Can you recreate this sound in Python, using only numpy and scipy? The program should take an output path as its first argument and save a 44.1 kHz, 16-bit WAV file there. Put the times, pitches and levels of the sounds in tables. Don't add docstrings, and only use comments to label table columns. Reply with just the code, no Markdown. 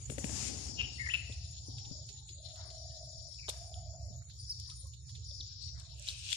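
import sys
import numpy as np
from scipy import signal
from scipy.fft import rfft, irfft, next_fast_len
from scipy.io import wavfile
from scipy.ndimage import uniform_filter1d, map_coordinates

SR = 44100
rng = np.random.default_rng(int(sys.argv[2]) if len(sys.argv) > 2 else 0)


def put_to_file(sound):
    columns = np.atleast_2d(sound).T
    safe = np.clip(columns, -1, 1)
    whole_steps = np.round(safe * 32767)
    wavfile.write(sys.argv[1], SR, whole_steps.astype(np.int16))


def ratio(d):
    e = np.asarray(d, float) / 20
    return 10 ** e


N = 280476


def rms_one(x):
    return x / np.sqrt(np.mean(x ** 2) + 1e-20)


def in_time(rows):
    return np.interp(np.arange(N) / SR, *np.transpose(rows))


def at_hz(points, hz):
    points = np.array(points)
    return np.interp(np.log(hz + 1), np.log(points[:, 0]), points[:, 1])


def soft(db):
    return uniform_filter1d(ratio(db), size=130)


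def sides(pan_db):
    left = ratio(np.asarray(pan_db) + np.zeros(N))
    return 2 * np.array([left, np.ones(N)]) / np.sqrt(1 + left ** 2)


def drift(rate):
    r = np.exp(-40 * np.pi * rate / SR)
    slow = signal.lfilter([1], [1, -2 * r, r * r], rng.standard_normal(N // 20 + 2002))[2000:]
    return np.interp(np.arange(N) / 20, np.arange(len(slow)), rms_one(slow))


def band(x, low_hz, high_hz, order=2):
    return signal.sosfilt(signal.butter(order, [low_hz, high_hz], "band", fs=SR, output="sos"), x)


def coloured(spectrum, patchy_db, alike=0., grain_db=0., patch_hz=460, frames=12):
    grain = grain_db * np.minimum(rng.exponential(1, N), 4)
    a, b = rng.standard_normal((2, N)) * ratio(grain)
    pair = np.array([a, alike * a + np.sqrt(1 - alike ** 2) * b], np.float32)
    hz, t, cells = signal.stft(pair, SR, nperseg=512)
    first, second = rng.standard_normal((2, 200, len(t) // 4 + 2))
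    where = np.meshgrid(hz / patch_hz, np.arange(len(t)) / frames, indexing="ij")
    knots = (first, alike * first + (1 - alike) * second)
    patches = np.array([map_coordinates(k, where, order=1) for k in knots])
    cells = cells * ratio(patchy_db * patches).astype(np.float32)
    pair = signal.istft(cells, SR, nperseg=512)[1][:, :N]
    size = next_fast_len(N)
    colour = ratio(at_hz(spectrum, np.arange(size // 2 + 1) * SR / size))
    return rms_one(irfft(rfft(pair, size) * colour, size)[:, :N])


def swells(rows, rise, fall):
    t, rows = np.arange(0, N, 16) / SR, np.array(rows, float)
    since = t - rows[:, :1]
    db = rows[:, 2:3] + rise * np.minimum(since, 0) - fall * np.maximum(since - rows[:, 1:2], 0)
    row = rows[db.argmax(axis=0)].T
    progress = np.clip((t - row[0]) / row[1], 0, 1)
    db, u, *row = np.repeat([db.max(axis=0), progress, *row], 16, axis=1)[:, :N]
    return db, u, row


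def ring(peak_db, hz, t60, puff, rise_s=0.):
    noise = band(rng.standard_normal(500 + round(t60 * SR)), hz * .72, hz * 1.35)
    noise = rms_one(noise[500:])
    t = np.arange(len(noise)) / SR
    rise = 1 - np.exp(-t / (rise_s + .5 / hz))
    tone = np.sin(2 * np.pi * hz * t)
    return ratio(peak_db - 60 * t / t60) * rise * ((1 - puff) * tone + puff * noise)


def add(out, s, sound, pan_db, lag=11):
    for side, gain, late in ((0, ratio(pan_db), lag), (1, 0.98, 0)):
        i = round(s * SR) + int(late)
        out[side, i:i + len(sound)] += 2 * gain / (1 + ratio(pan_db)) * sound[:N - i]


YARD_T60_S, YARD_DB = 0.66, -12.5


def yard(x):
    t = np.arange(round(YARD_T60_S * SR)) / SR
    tail = band(rng.standard_normal((2, SR)), 330, 11000, order=1)[:, :len(t)]
    tail = tail * ratio(-60 * t / YARD_T60_S) * (t > .012)
    return signal.fftconvolve(x, tail / np.sqrt(np.sum(tail ** 2) / 2), axes=1)[:, :N]


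# (pitch [Hz], level [dB per Hz])
RUMBLE = [(20, -36), (32, -36), (45, -31), (56, -15), (64, 0), (73, -6), (100, -7), (125, -9), (150, -21),
          (190, -34), (260, -50), (400, -90)]
# (time [s], level [dB])
TRAFFIC = [(0.0, -45.5), (1.54, -47), (2.53, -51.5), (4.14, -46.5), (4.3, -50), (6.27, -48), (6.36, -56)]


def traffic():
    rumble = coloured(RUMBLE, 2.5, alike=0.93)
    return ratio(in_time(TRAFFIC)) * rumble * sides(np.linspace(.3, -4, N)) / np.sqrt(2)


# (pitch [Hz], level [dB per band line])
NOISE_PRINT = [(100, -90), (200, -84), (400, -88), (1000, -92), (2500, -91), (3500, -85), (5500, -79),
               (6300, -82), (7000, -86), (8000, -88), (9500, -92), (10500, -91), (12000, -95), (14500, -99)]


def murmur():
    return ratio(-64.5) * coloured(NOISE_PRINT, 5, patch_hz=200, frames=10)


# (low [Hz], high [Hz], left-right at start [dB], left-right at end [dB], flicker [dB])
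CHORUS = [
    (3600, 4900, 6.5, 9.5, 4),
    (4520, 5800, 9.5, 9, -1.5),
    (6616, 7180, 4, -6.5, 3.5),
    (9086, 9650, 7.5, 21.5, 5.5),
    (7810, 8600, 6.5, -9.5, 6.5),
]
# (rise [dB/s], fall [dB/s])
SWELL = [(22.6, 20), (101, 60), (30, 2), (60, 91), (402, 408.5)]
# (time at full voice [s], hold [s], level [dB])
DRUMMER = [(0.755, 2.13, -63.5), (3.999, 1.5, -69), (5.596, 0.077, -63.5), (6.055, .4, -59)]
CICADA = [(.36, .68, -53), (1.15, .45, -57.5), (1.65, .32, -54), (2.581, 1.02, -55.5), (3.75, .28, -60.5),
          (4.46, .26, -55), (5.1, .15, -60), (5.28, .42, -53), (5.8, .12, -62.5), (6.15, .2, -60)]
CRICKET = [(0.01, 0.309, -56.5)]
KATYDID = [(.12, 0.5, -68), (1.08, 0.16, -67), (1.5, 0.37, -75), (2.0, 0.55, -80.5), (2.499, 0.83, -76),
           (3.4, 0.29, -69), (3.85, .5, -88), (4.499, 0.35, -70), (5.1, 0.25, -79), (5.5, 0.84, -86.5),
           (6.201, 0.27, -73)]
HOPPER = [(.93, 0.12, -74), (1.28, 0.063, -77), (1.841, 0.023, -82), (2.279, 0.1, -75), (2.52, 0.035, -86),
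          (2.73, 0.033, -85), (3.08, 0.042, -76), (4.051, 0.05, -81), (4.39, .04, -81), (5.63, 0.035, -74)]


def insects():
    out, clicks = 0, coloured([(100, 0), (20000, 0)], 2.5, grain_db=1.5)
    phrases = (DRUMMER, CICADA, CRICKET, KATYDID, HOPPER)
    for rows, rates, chorus in zip(phrases, SWELL, CHORUS):
        low_hz, high_hz, start_db, end_db, flicker_db = chorus
        db = swells(rows, *rates)[0]
        song = rms_one(band(clicks, low_hz, high_hz, order=5 if low_hz > 4000 else 2))
        flicker = ratio(flicker_db * np.array([drift(13.4), drift(30)]))
        out = out + ratio(db) * song * flicker * sides(np.linspace(start_db, end_db, N))
    return out


# (time [s], hold [s], level [dB], top [Hz], end [Hz])
DOVE = [
    (1.12, 0.49, -75, 690, 664),
    (1.72, 0.22, -69.5, 833, 824),
    (1.92, 0.12, -65.5, 644, 620),
    (2.1, 0.16, -77.5, 860, 855),
    (2.39, .9, -61, 674, 634),
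    (3.54, 0.62, -59, 723.4, 630.6),
    (5.72, 0.46, -77, 700, 620),
]
PURR_PER_S = 70.5
COO_DB_PER_S, COO_ARCH_DB = 297.5, 5
SCOOP_S, SCOOP_SHARE = 0.055, .12


def doves():
    db, u, (_, hold, _, top_hz, end_hz) = swells(DOVE, COO_DB_PER_S, COO_DB_PER_S)
    db = db - COO_ARCH_DB * (2 * u - 1) ** 2
    scoop = 1 - SCOOP_SHARE * np.exp(-u * hold / SCOOP_S)
    throat_hz = (top_hz + u * (end_hz - top_hz)) * scoop
    throb = np.exp(np.cos(2 * np.pi * np.cumsum(PURR_PER_S * (1 + .03 * drift(3))) / SR))
    rough = signal.sosfilt(signal.butter(4, 62, fs=SR, output="sos"), rng.standard_normal((2, N)))
    turn = 2 * np.pi * np.cumsum(throat_hz) / SR
    voice = (0.75 + rms_one(rough[0])) * np.cos(turn) + rms_one(rough[1]) * np.sin(turn)
    dry = soft(db) * rms_one(voice * (2.2 + throb)) * np.ones((2, 1))
    return dry + ratio(-12) * yard(dry)


NOTE_RISE_DB_PER_S, NOTE_FALL_DB_PER_S = 3497, 1796.5
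STEADY_PER_GLIDE = 1
GLIDE_BEND = 0.55
RASP, RASP_HZ, OCTAVE = 0.18, 834, 0.041


def whistles(notes, steady, wobble, cycles, rise=NOTE_RISE_DB_PER_S, rasp=RASP):
    db, u, (s, _, _, start_hz, end_hz) = swells(notes, rise, NOTE_FALL_DB_PER_S)
    beat = np.pi * np.cumsum((start_hz + end_hz) / cycles * (1 + wobble * drift(33))) / SR
    beat = beat - beat[(s * SR).astype(int)]
    steady = steady + STEADY_PER_GLIDE * np.abs(end_hz / start_hz - 1)
    buzz = (steady + np.cos(beat)) / np.sqrt(steady ** 2 + .5)
    bend = 1 + wobble * np.sin(beat) + 0.33 * wobble * drift(140)
    glide_hz = start_hz + u ** GLIDE_BEND * (end_hz - start_hz)
    turn = 2 * np.pi * np.cumsum(glide_hz * bend) / SR
    breath = 1 + rasp * rms_one(band(rng.standard_normal(N), 60, RASP_HZ))
    tone = (np.sin(turn) + OCTAVE * np.sin(2 * turn)) * breath
    return uniform_filter1d(ratio(db + 8.0), size=90) * buzz * tone


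# (time [s], length [s], start [Hz], end [Hz], peak [dB])
CHIP = [
    (3.74, 0.0035, 4346, 2830, -41),
    (4.393, 0.017, 5310, 4520, -45),
    (4.491, 0.028, 4856, 5820, -34),
    (4.507, 0.025, 5620, 4360, -38),
    (5.31, 0.0053, 3990, 3420, -48.5),
    (5.401, 0.015, 4960, 3180, -38),
]


def chips():
    out = np.zeros((2, N))
    for s, length, start_hz, end_hz, peak_db in CHIP:
        u = np.linspace(0, 1, round(length * SR))
        turn = 2 * np.pi * np.cumsum(start_hz + u ** 0.725 * (end_hz - start_hz)) / SR
        tone = np.sin(turn) + 0.066 * np.sin(2 * turn)
        add(out, s, ratio(peak_db) * np.sin(np.pi * u) ** 0.81 * tone, 1.5)
    return out


# (time [s], hold [s], level [dB], start [Hz], end [Hz])
WHISTLE = [
    (1.1385, 0.011, -34, 2680, 2660),
    (1.149, 0.0037, -34.5, 2736, 2620),
    (1.172, 0.014, -52, 2504, 2700),
    (3.388, 0.015, -64, 2590, 2530),
    (3.428, 0.032, -64.5, 2390, 2305),
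]
GLIDE = [
    (1.064, 0.0098, -44.5, 2178, 1860),
    (1.089, 0.0045, -42.5, 1960, 1934),
    (1.097, 0.025, -44.5, 2430, 3040),
]
TRILL = [
    (.7975, .017, -37.5, 2854, 2724),
    (.832, .018, -47.5, 2690, 3000),
]
UPPER = [
    (.984, 0.0074, -56.5, 1960, 2077),
    (.997, 0.024, -46, 2150, 2135),
    (1.03, 0.046, -57.5, 2150, 2143),
]
LOWER = [
    (.997, .028, -49, 1910, 1915),
    (1.027, 0.023, -53.5, 1814, 1762),
]
STEADY, SPLIT_STEADY = 1.2, 28.7
CYCLES_PER_BUZZ, QUICK_CYCLES_PER_BUZZ, TRILL_RISE_DB_PER_S = 16, 10, 1047


def birds():
    out = chips()
    buzzy = whistles(WHISTLE, STEADY, 0.04, CYCLES_PER_BUZZ)
    buzzy += whistles(GLIDE, 1.6 * STEADY, .012, QUICK_CYCLES_PER_BUZZ)
    buzzy += whistles(TRILL, STEADY, 0.018, QUICK_CYCLES_PER_BUZZ, TRILL_RISE_DB_PER_S)
    split = sum(whistles(voice, SPLIT_STEADY, 0.0022, CYCLES_PER_BUZZ, rasp=0.04) for voice in (UPPER, LOWER))
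    add(out, 0, buzzy + split, 11)
    return out + ratio(YARD_DB) * yard(out)


# (time [s], hold [s], dull level [dB], bright level [dB])
STIR = [(2.58, 0.085, -69.5, -92), (3.35, 0.013, -100, -74), (3.53, 0.016, -72, -79.5),
        (4.667, 0.064, -81, -80), (5.759, 0.059, -74, -75), (5.976, .03, -86, -73), (6.08, 0.029, -98, -56),
        (6.184, 0.035, -86, -59.5), (6.26, 0.0082, -82, -57), (6.314, 0.014, -93, -50.5)]
# (time [s], hold [s], level [dB])
BURST = [
    (6.07, 0.074, -58.5),
    (6.15, .08, -60.5),
    (6.31, 0.021, -48.5),
]
# (pitch [Hz], level [dB per Hz])
STIR_DULL = [(500, -52), (850, 6), (1020, 4), (1500, 5), (2200, 0), (3000, -35), (5000, -77)]
STIR_BRIGHT = [(3240, -31.5), (5500, -3.5), (8860, -4), (9960, -53), (10100, -33), (10800, -20),
               (11900, -23.5), (14400, -41.5)]
SCRAMBLE = [(650, -75), (1100, -32), (1300, -16), (1500, -8), (2050, -9), (2500, 13), (6500, 3.5),
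            (8450, -51), (14300, -120)]
STIR_DB_PER_S = 184
BURST_RISE_DB_PER_S, BURST_FALL_DB_PER_S = 127, 188


def paws():
    dull = swells([r[:3] for r in STIR], 2.3 * STIR_DB_PER_S, STIR_DB_PER_S)[0]
    bright = swells([(s, hold, db) for s, hold, _, db in STIR], STIR_DB_PER_S, STIR_DB_PER_S)[0]
    scramble = swells(BURST, BURST_RISE_DB_PER_S, BURST_FALL_DB_PER_S)[0]
    out = soft(dull + .8) * coloured(STIR_DULL, 6, grain_db=2, patch_hz=160, frames=8) * sides(6)
    out += soft(bright + 4) * coloured(STIR_BRIGHT, 3.5, grain_db=3) * sides(-3)
    out += soft(scramble + 4) * coloured(SCRAMBLE, 1.8, grain_db=3.0) * sides(9.6)
    return out


# (time [s], hold [s], level [dB])
RUB = [
    (.31, 0.18, -52.5),
    (0.0081, .2, -73),
    (1.686, 0.22, -70.5),
]
# (time [s], hold [s], level [dB])
SWISH = [
    (0.0081, .2, -67),
    (.25, 0.055, -61.5),
    (.36, 0.12, -49.5),
    (.52, 0.17, -57.5),
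]
# (pitch [Hz], level [dB per Hz])
RUB_DULL = [(40, -25.5), (82, 9), (140, -4), (205, 5), (482, -8), (634, -10.5), (776, -7), (1370, -26.5),
            (2400, -33), (3120, -56), (5280, -120)]
RUB_BRIGHT = [(1290, -19.5), (2200, -16.5), (2840, -11.5), (4020, -13), (5780, -4), (7040, -3.5),
              (9550, -16), (11500, -27), (12500, -41), (16200, -52), (22000, -120)]
RUB_RISE_DB_PER_S, DULL_FALL_DB_PER_S, BRIGHT_FALL_DB_PER_S = 79, 28.5, 190.5


def rubbing_hand():
    dull = swells(RUB, RUB_RISE_DB_PER_S, DULL_FALL_DB_PER_S)[0]
    bright = swells(SWISH, RUB_RISE_DB_PER_S, BRIGHT_FALL_DB_PER_S)[0]
    out = soft(dull + 3) * coloured(RUB_DULL, 2.5, grain_db=1.5) * sides(11)
    out += soft(bright + 7) * coloured(RUB_BRIGHT, 2.6, grain_db=2.0) * sides(23.0)
    return out


# (time [s], peak [dB], ring [Hz], left-right [dB])
TAP = [(4.6884, -59, 1050, 5), (4.7134, -59.5, 1270, 22), (4.838, -58.5, 540, 8), (4.854, -61, 1070, 12),
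       (6, -59, 586, 16), (5.31, -57, 576, 14), (5.096, -70.5, 1050, 8), (4.43, -66, 450, 7),
       (2.7, -62, 420, 5), (2.1, -57, 410, 3), (2.3, -58.5, 350, 2.5), (5.18, -60, 430, 9),
       (5.93, -62.5, 900, 6), (6.324, -31.5, 7200, 7)]


def taps(out):
    for s, db, hz, pan_db in TAP:
        add(out, s, ring(db, hz, 0.091, puff=0.11, rise_s=0.0012), pan_db)


# (time [s], peak [dB], centre
# [Hz], left-right [dB])
SNAP = [(0.814, -39, 4300, 10.5), (1.141, -34, 3050, 8.5), (1.16, -42.5, 3200, 5.5), (.856, -51, 3400, 7.5),
        (.876, -48, 3200, 15), (1.144, -50.5, 3070, 9.5), (1.15, -42, 2990, 8.5), (3.484, -41, 1300, 4),
        (6.328, -33, 6500, -6), (3.4865, -44, 8800, 5), (3.4924, -31.5, 8800, -5), (3.483, -43.5, 900, 3),
        (3.4915, -41, 4200, 5), (3.494, -33, 6600, 15), (3.5, -40, 8800, 0), (3.507, -46, 6500, -9),
        (4.599, -41, 6000, 4), (4.598, -52, 9000, 1), (4.6994, -42, 5200, 7), (4.87, -53, 9500, -0.5),
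        (0.824, -45.5, 4450, 14.5), (2.0665, -48.5, 6660, 0), (4.221, -57.5, 1370, -4),
        (4.299, -60.5, 2270, -24), (5.0933, -63, 1710, -8), (5.7976, -44.5, 6800, 1),
        (5.996, -44, 6900, -8), (6.0237, -43, 6000, -4)]


def snaps(out, rows=SNAP):
    for s, db, hz, pan_db in rows:
        add(out, s, ring(db, hz, .018, puff=1), pan_db)


# (time [s], peak [dB], ring
# [Hz], left-right [dB])
TICK = [(1.3243, -36, 3540, -3), (1.7837, -35, 3720, 4), (1.8482, -37.5, 3650, 2),
        (2.0901, -33.5, 4340, -7), (2.29, -36.5, 3434, 2), (2.4843, -42.5, 4030, -4), (2.701, -38, 4160, 9),
        (2.772, -49.5, 4100, -13), (2.904, -41.5, 4290, 2), (3.483, -32, 3710, 8), (4.2967, -43, 4140, -1),
        (4.698, -36.5, 3730, 3), (5.1505, -37.5, 3600, 0), (5.157, -48.5, 3470, 11),
        (5.7994, -41.5, 4230, 17), (6.0263, -56, 4170, 10), (6.0462, -47, 3870, 1), (6.0712, -34, 3530, 6),
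        (6.0868, -21.5, 3900, 5), (6.091, -33, 4300, 10), (6.095, -31, 3500, 6), (6.102, -33, 3270, 1),
        (6.3195, -25, 3300, 15), (6.325, -30, 3700, 9), (6.2892, -31, 3340, 7), (6.329, -19, 3500, 17.5)]
# (time [s], peak [dB], ring [Hz], left-right [dB])
SCRATCH = [(2.5565, -38.5, 4180, 3), (3.3388, -42, 4050, 1), (3.4892, -29, 3800, -18),
           (3.4983, -29.5, 3600, 31), (4.596, -47, 4050, -9), (4.936, -41.5, 3600, 4),
           (5.094, -39, 4050, 0), (5.9925, -61, 2610, 14), (6.0779, -29, 3170, 3), (6.303, -30, 3400, -5)]
TICK_TREBLE_DB, SCRATCH_TREBLE_DB = -25.5, -17


def claws(out):
    rows = [(*r, TICK_TREBLE_DB) for r in TICK] + [(*r, SCRATCH_TREBLE_DB) for r in SCRATCH]
    for s, db, hz, pan_db, treble_db in rows:
        t60, rise_s = (.04, .003) if db < -36 else (.022, .0002)
        add(out, s - .001, ring(db - 1.5, hz, t60, puff=0.44, rise_s=rise_s), pan_db)
        add(out, s, ring(db + treble_db, 8500, .05, puff=1, rise_s=.001), pan_db - 2)
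        add(out, s, ring(min(db, -36) - 13, 4800, .12, puff=1, rise_s=.003), pan_db - 6)


# (time [s], peak [dB], ring [Hz], left-right [dB])
KNOCK = [(0.689, -30, 163, 31), (0.789, -32, 151, 24), (1.295, -31.5, 217, 18), (1.684, -31, 141, 23),
         (1.912, -28.5, 134, 22), (3.483, -30.5, 640, 5), (3.4876, -31, 470, -1), (4.103, -38, 165, 25),
         (5.399, -46, 170, 16), (5.421, -50, 202, 4)]


def knocks(out, rows=KNOCK):
    for s, db, hz, pan_db in rows:
        add(out, s, ring(db, hz, 0.027, puff=0.51), pan_db)
        add(out, s, ring(db - 11.5, hz * 1.82, 0.051, puff=0.48), pan_db)


# (time [s], peak [dB], ring [Hz])
FINGER = [
    (.097, -21.5, 137),
    (0.118, -31, 177),
    (0.18, -20, 160),
    (0.2406, -19.5, 169),
    (.292, -27.5, 197),
    (0.308, -47, 170),
    (.427, -33.5, 174),
]
NAIL_HZ = [1950, 2720, 6900]
NAIL_S, NAIL_DB, FINGER_PAN_DB = 0.0017, -21, 9
SLIP_S, SLIP_DB, SLIP_HZ = 0.0041, -17.5, 7150


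def fingers(out):
    pads = [(*r, FINGER_PAN_DB) for r in FINGER]
    knocks(out, pads)
    for s, db, hz, pan_db in pads:
        add(out, s, ring(db - 15.0, hz * 3.37, 0.039, puff=0.34), pan_db)
        add(out, s + SLIP_S, ring(db + SLIP_DB, SLIP_HZ, 0.21, puff=0.4, rise_s=0.0013), pan_db)
    snaps(out, [(s + NAIL_S, db + NAIL_DB, hz, FINGER_PAN_DB + 7.5) for s, db, _ in FINGER for hz in NAIL_HZ])


def contacts():
    out = np.zeros((2, N))
    for touch in (taps, snaps, claws, knocks, fingers):
        touch(out)
    out = signal.sosfilt(signal.butter(2, 11000, fs=SR, output="sos"), out)
    return out + ratio(YARD_DB - 3.5) * yard(out)


def scene():
    background = traffic() + murmur() + insects()
    return background + doves() + birds() + paws() + rubbing_hand() + contacts()


def noise_remover(x):
    hz, t, cells = signal.stft(x.astype(np.float32), SR, nperseg=1024, noverlap=768)
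    power = uniform_filter1d(np.abs(cells) ** 2, size=5, axis=1)
    power = uniform_filter1d(power, size=5)
    power = np.maximum(power, signal.lfilter([.15], [1, -.85], power))
    learnt = ratio(2 * at_hz(NOISE_PRINT, hz)[:, None])
    kept = np.clip(2 - 2 * learnt / (power + 1e-20), ratio(-36), 1)
    return signal.istft(cells * kept, SR, nperseg=1024, noverlap=768)[1][:, :N]


def top_cut(x):
    return signal.sosfilt(signal.cheby2(10, 60, 15100, fs=SR, output="sos"), x)


# (pitch [Hz], level [dB])
WHINE = [(10998, -95), (11999, -103), (14002, -103)]


def circuit_whine():
    t = np.arange(N) / SR
    gate = np.interp(t, [3.55, 3.62, 4.45, 4.5], [0, 1, 1, 0])
    whine = sum(ratio(db + 5.5 + 5.4 * drift(21)) * np.sin(2 * np.pi * hz * t) for hz, db in WHINE)
    return gate * whine * ratio([[-12], [4]])


# (pitch [Hz], level [dB per Hz])
FLOOR = [(120, 0), (250, -6), (420, -4), (800, -11), (2500, -16), (4500, -26), (7500, -44), (9000, -40),
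         (10000, -22), (11200, -32), (14300, -28), (14500, -70)]
FLOOR_DB = -79


def floor_hiss():
    return ratio(FLOOR_DB) * coloured(FLOOR, 10, alike=.7, patch_hz=115, frames=6)


def band_limit(x):
    return signal.sosfilt(signal.butter(12, 14600, fs=SR, output="sos"), x)


def record(dry):
    mix = top_cut(noise_remover(dry)) + floor_hiss() + circuit_whine()
    return band_limit(mix)


dry = scene()
out = record(dry)
put_to_file(out)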